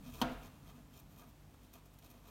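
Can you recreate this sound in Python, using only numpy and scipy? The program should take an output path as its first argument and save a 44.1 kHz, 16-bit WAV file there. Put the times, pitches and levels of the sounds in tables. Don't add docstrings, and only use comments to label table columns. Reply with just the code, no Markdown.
import sys
import numpy as np
from scipy import signal
from scipy.fft import rfft, irfft, next_fast_len
from scipy.io import wavfile

SR = 44100
rng = np.random.default_rng(int(sys.argv[2]) if len(sys.argv) > 2 else 0)


def to_wav(s):
    ch = np.atleast_2d(s).T
    pcm = np.round(np.clip(ch, -1, 1) * 32767)
    wavfile.write(sys.argv[1], SR, pcm.astype(np.int16))


N = 101429
T = np.arange(N) / SR
FREQS = np.fft.rfftfreq(N, 1 / SR)

# f/Hz, relative density/dB
AIR_COLOUR = [(25, -36), (42, -1), (60, -0.5), (115, -5), (157, -4), (285, -8), (400, -13), (680, -13.5),
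              (1200, -17), (1700, -22), (3160, -23.5), (4740, -28), (6560, -28), (9700, -30.5),
              (10400, -32), (12200, -27.5), (16000, -32.5)]
# f/Hz, level/dB
MAINS_HUM = [(48.6, -66), (97.2, -70)]
# t/s, level/dB
HANDLING_LEVEL = [(0, -59.5), (.18, -51), (.27, -56), (.39, -56), (.53, -62), (.6, -62), (.7, -64.5),
                  (2.3, -95)]
# f/Hz, relative density/dB
HANDLING_SPECTRUM = [(22, -55), (32, -21), (41, -1.5), (55, -16), (90, -13.5), (200, -49.5)]

# f/Hz, width/Hz, starting level/dB
AXLE_BANDS = [(142.8, 13.4, -59.5), (168, 27, -69), (197.5, 10, -65.5), (263, 14.5, -69),
              (295.5, 17.3, -68.5)]
# f/Hz, width/Hz, relative level/dB
STAND_BAND = [(244.2, 15.7, 0)]
# f/Hz, width/Hz, relative level/dB
PLASTIC_BANDS = [(2507, 112, 3.5), (3204, 134, 0.5), (3690, 220, -3.5), (4270, 430, -6.5), (5290, 200, -7),
                 (5810, 130, -5), (6350, 390, -6), (7060, 130, -4.5), (8500, 430, -9.5), (9630, 230, -8),
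                 (12640, 270, -7.5), (11930, 720, -9.5), (13340, 360, -4), (14800, 580, -8.5),
                 (16300, 320, -13.5)]
# f/Hz, width/Hz, relative level/dB
SHELL_BANDS = [(320, 54, -1.5), (442, 100, -0.5), (667, 115, 0.5), (983, 114, -1.5), (1207, 166, -1.5),
               (1600, 600, -8)]
# t/s, level/dB, tilt/(dB per octave)
CRUMB_TICKS = [(.9383, -60, 1), (.9738, -55.5, 1), (.9895, -58, 2), (0.9976, -54.5, 6), (1.6323, -66, 4),
               (1.7317, -55.5, 6.5), (1.736, -53.5, 2.5), (1.754, -61, 0), (1.9865, -55, 4),
               (2.0235, -59, -1), (2.0445, -59, 3), (2.062, -58.5, 0), (2.101, -57, 4), (2.112, -60, 4),
               (2.2753, -59.5, 7)]
# middle t/s, half length/s, hiss/dB, hiss tilt/(dB per octave), shell/dB, drone/dB
BRUSHES = [(0.079, 0.042, -62.5, -1.5, -62.5, -52), (0.146, 0.019, -60.5, -.5, -69, -71),
           (0.203, 0.045, -60, 1, -57, -61), (0.319, 0.027, -63, 0, -68, -52),
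           (0.45, 0.043, -64, -1, -61, -58), (0.549, 0.032, -75, -4, -71, -70.5),
           (0.65, 0.032, -74, 0, -68.5, -67), (0.697, 0.026, -66.5, -.5, -64.5, -73),
           (.78, 0.049, -73, -1.5, -67, -61), (0.971, 0.052, -68.5, 0, -69, -66.5),
           (1.124, .025, -70.5, 3.5, -73, -85), (1.191, 0.031, -65, 2, -68, -67),
           (1.232, .03, -73.5, 2, -64, -59.5), (1.29, 0.02, -69.5, 4, -73.5, -55.5),
           (1.544, 0.0048, -68.5, 0, -62.5, -61.5), (1.646, 0.036, -72.5, 0.5, -83, -70),
           (1.754, 0.018, -66, 0.5, -63.5, -63), (1.788, .02, -72, -2, -67.5, -74),
           (1.863, 0.01, -68.5, 2, -74, -83), (1.942, 0.011, -70, 3.5, -70, -83),
           (2.052, 0.026, -66, 0.5, -66, -72), (2.108, 0.015, -67.5, 2, -80, -66),
           (2.157, 0.05, -73.5, 0.5, -69, -66), (2.29, 0.047, -66.5, -.5, -64.5, -72)]

# f/Hz, level/dB, t60/s
WHEEL_RING = [(88.5, -59, 0.069), (229.7, -28.5, 0.16), (536, -42, 0.05), (708, -41.5, 0.3),
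              (777.5, -30, 0.093), (843, -31, 0.059), (965, -22, 0.026), (1074, -40.5, 0.18),
              (1500, -45, 0.054), (1794, -39.5, 0.046), (2466, -55, 0.034), (2810, -48, 0.055),
              (3090, -39, 0.053), (3215, -32, 0.045), (3410, -49, 0.07), (4180, -41, 0.053),
              (4440, -39.5, 0.04), (5120, -43.5, 0.061), (5795, -46, .04), (6185, -44, 0.052),
              (9660, -48, .03), (13300, -39, 0.019)]
# f/Hz, level/dB, t60/s
CAGE_RING = [(142.1, -39.5, 0.38), (249.2, -29.5, 0.25), (316, -42, 0.47), (441.3, -52.5, 0.76),
             (513.5, -44.5, 0.47), (675, -42, 0.46), (707, -49, 0.36), (753, -46, 0.37), (942, -46, 0.43),
             (963, -49, 0.32), (1268, -49.5, 0.45), (1389, -48, .5), (1470, -44, 0.25), (1605, -52.5, 0.5),
             (2757, -61, 0.92), (3412, -59, 0.34)]
# f/Hz, relative density/dB
CRACK_COLOUR = [(100, -43), (400, -6), (850, 2), (1200, -6.5), (2000, -8), (3250, -4), (5500, -15.5),
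                (8500, -16.5), (11000, -24), (13200, -13.5), (16000, -17)]
# f/Hz, t60/s
CRACK_DECAY = [(500, 0.087), (3000, 0.058), (6500, 0.057), (13000, 0.037)]
# f/Hz, relative density/dB
ROOM_COLOUR = [(80, 0.5), (230, 0.5), (380, -5.5), (680, 0.5), (1000, -5), (1500, -7), (2000, -10.5),
               (3000, -11.5), (5000, -20.5), (9000, -31.5), (16000, -34)]
# f/Hz, t60/s
ROOM_DECAY = [(300, 0.62), (1200, 0.71), (3500, 0.59), (10000, 0.31)]

AIR_DB, SLOWING_DB_PER_S = -64, 6
SLIPS_PER_S, SLIP_SCATTER_DB = 1500, 2
KNOCK_S, CRACK_DB, ROOM_DB = .2152, -30, -40.5
REBOUND_S, REBOUND_DB = .249, -16
TOP_HZ = 16000


def undb(db):
    return 10 ** (np.asarray(db) / 20)


def unit(x):
    return x / np.sqrt(np.mean(x ** 2))


def along(hz, points):
    freqs, values = np.array(points).T
    return np.interp(np.log(np.maximum(hz, 1)), np.log(freqs), values)


def coloured(colour):
    return unit(irfft(rfft(rng.standard_normal(N)) * undb(along(FREQS, colour)), N))


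def resonate(x, bands):
    freqs = np.maximum(FREQS, 1)
    power = sum(undb(db) ** 2 / (1 + ((freqs ** 2 - hz ** 2) / (freqs * width)) ** 2)
                for hz, width, db in bands)
    return unit(irfft(rfft(x) * np.sqrt(power), N))


def tilted(x, db_per_octave):
    size = next_fast_len(N, True)
    spectrum = rfft(x, size)
    octaves = np.log2(np.arange(1, len(spectrum) + 1))
    return unit(irfft(spectrum * undb(db_per_octave * octaves), size)[:N])


def strike(start, rise_s, t60_s):
    age = np.maximum(T - start, 0)
    return (1 - np.exp(-age / rise_s)) * np.exp(-np.log(1000) * age / t60_s)


def background():
    handling = undb(np.interp(T, *np.array(HANDLING_LEVEL).T)) * coloured(HANDLING_SPECTRUM)
    hum = sum(undb(db) * unit(np.sin(2 * np.pi * (hz * T + rng.random()))) for hz, db in MAINS_HUM)
    return handling + hum + undb(AIR_DB) * coloured(AIR_COLOUR)


def axle():
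    rumble = np.zeros(N)
    for hz, width, db in AXLE_BANDS:
        band = rfft(rng.standard_normal(N)) / (1 + ((FREQS - hz) / width) ** 2)
        rumble += undb(db) * unit(irfft(band, N))
    return rumble * undb(-SLOWING_DB_PER_S * T)


def crumbs():
    plastic = resonate(rng.standard_normal(N), PLASTIC_BANDS)
    return sum(undb(db) * strike(start, rise_s=.0012, t60_s=.035) * tilted(plastic, tilt)
               for start, db, tilt in CRUMB_TICKS)


def friction():
    slips = (rng.random(N) < SLIPS_PER_S / SR) * rng.choice([-1, 1], N)
    return slips * undb(SLIP_SCATTER_DB * rng.standard_normal(N))


def brushes():
    hiss = resonate(friction(), PLASTIC_BANDS)
    shell = resonate(resonate(friction(), SHELL_BANDS), SHELL_BANDS)
    drone = resonate(resonate(friction(), STAND_BAND), STAND_BAND)
    sound = np.zeros(N)
    for middle, half_length, hiss_db, tilt, shell_db, drone_db in BRUSHES:
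        swell = np.exp(-((T - middle) / half_length) ** 2)
        rub = undb(hiss_db) * tilted(hiss, tilt) + undb(shell_db) * shell + undb(drone_db) * drone
        sound += swell * rub
    return sound


def ring(modes, start, soft_hz=np.inf):
    sound = np.zeros(N)
    for hz, db, t60 in modes:
        gain = undb(db) / (1 + (hz / soft_hz) ** 2)
        sound += gain * strike(start, 1 / hz, t60) * np.sin(2 * np.pi * hz * (T - start))
    return sound


def wash(colour, decay, rise_s):
    spectrum = rfft(coloured(colour))
    octaves_hz = 125 * 2. ** np.arange(8)
    sound = np.zeros(N)
    for hz, share in zip(octaves_hz, np.eye(len(octaves_hz))):
        band = irfft(spectrum * along(FREQS, list(zip(octaves_hz, share))), N)
        sound += band * strike(KNOCK_S, rise_s, along(hz, decay))
    return sound


def knock():
    crack = undb(CRACK_DB) * wash(CRACK_COLOUR, CRACK_DECAY, rise_s=.0012)
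    ringing = ring(WHEEL_RING + CAGE_RING, KNOCK_S)
    rebound = undb(REBOUND_DB) * ring(WHEEL_RING, REBOUND_S, soft_hz=500)
    room = undb(ROOM_DB) * wash(ROOM_COLOUR, ROOM_DECAY, rise_s=.012)
    return crack + ringing + rebound + room


def scene():
    return (knock() + brushes() + crumbs() + axle() + background())[None]


def record(dry):
    return signal.sosfilt(signal.ellip(10, .2, 70, TOP_HZ, fs=SR, output="sos"), dry)


dry = scene()
out = record(dry)
to_wav(out)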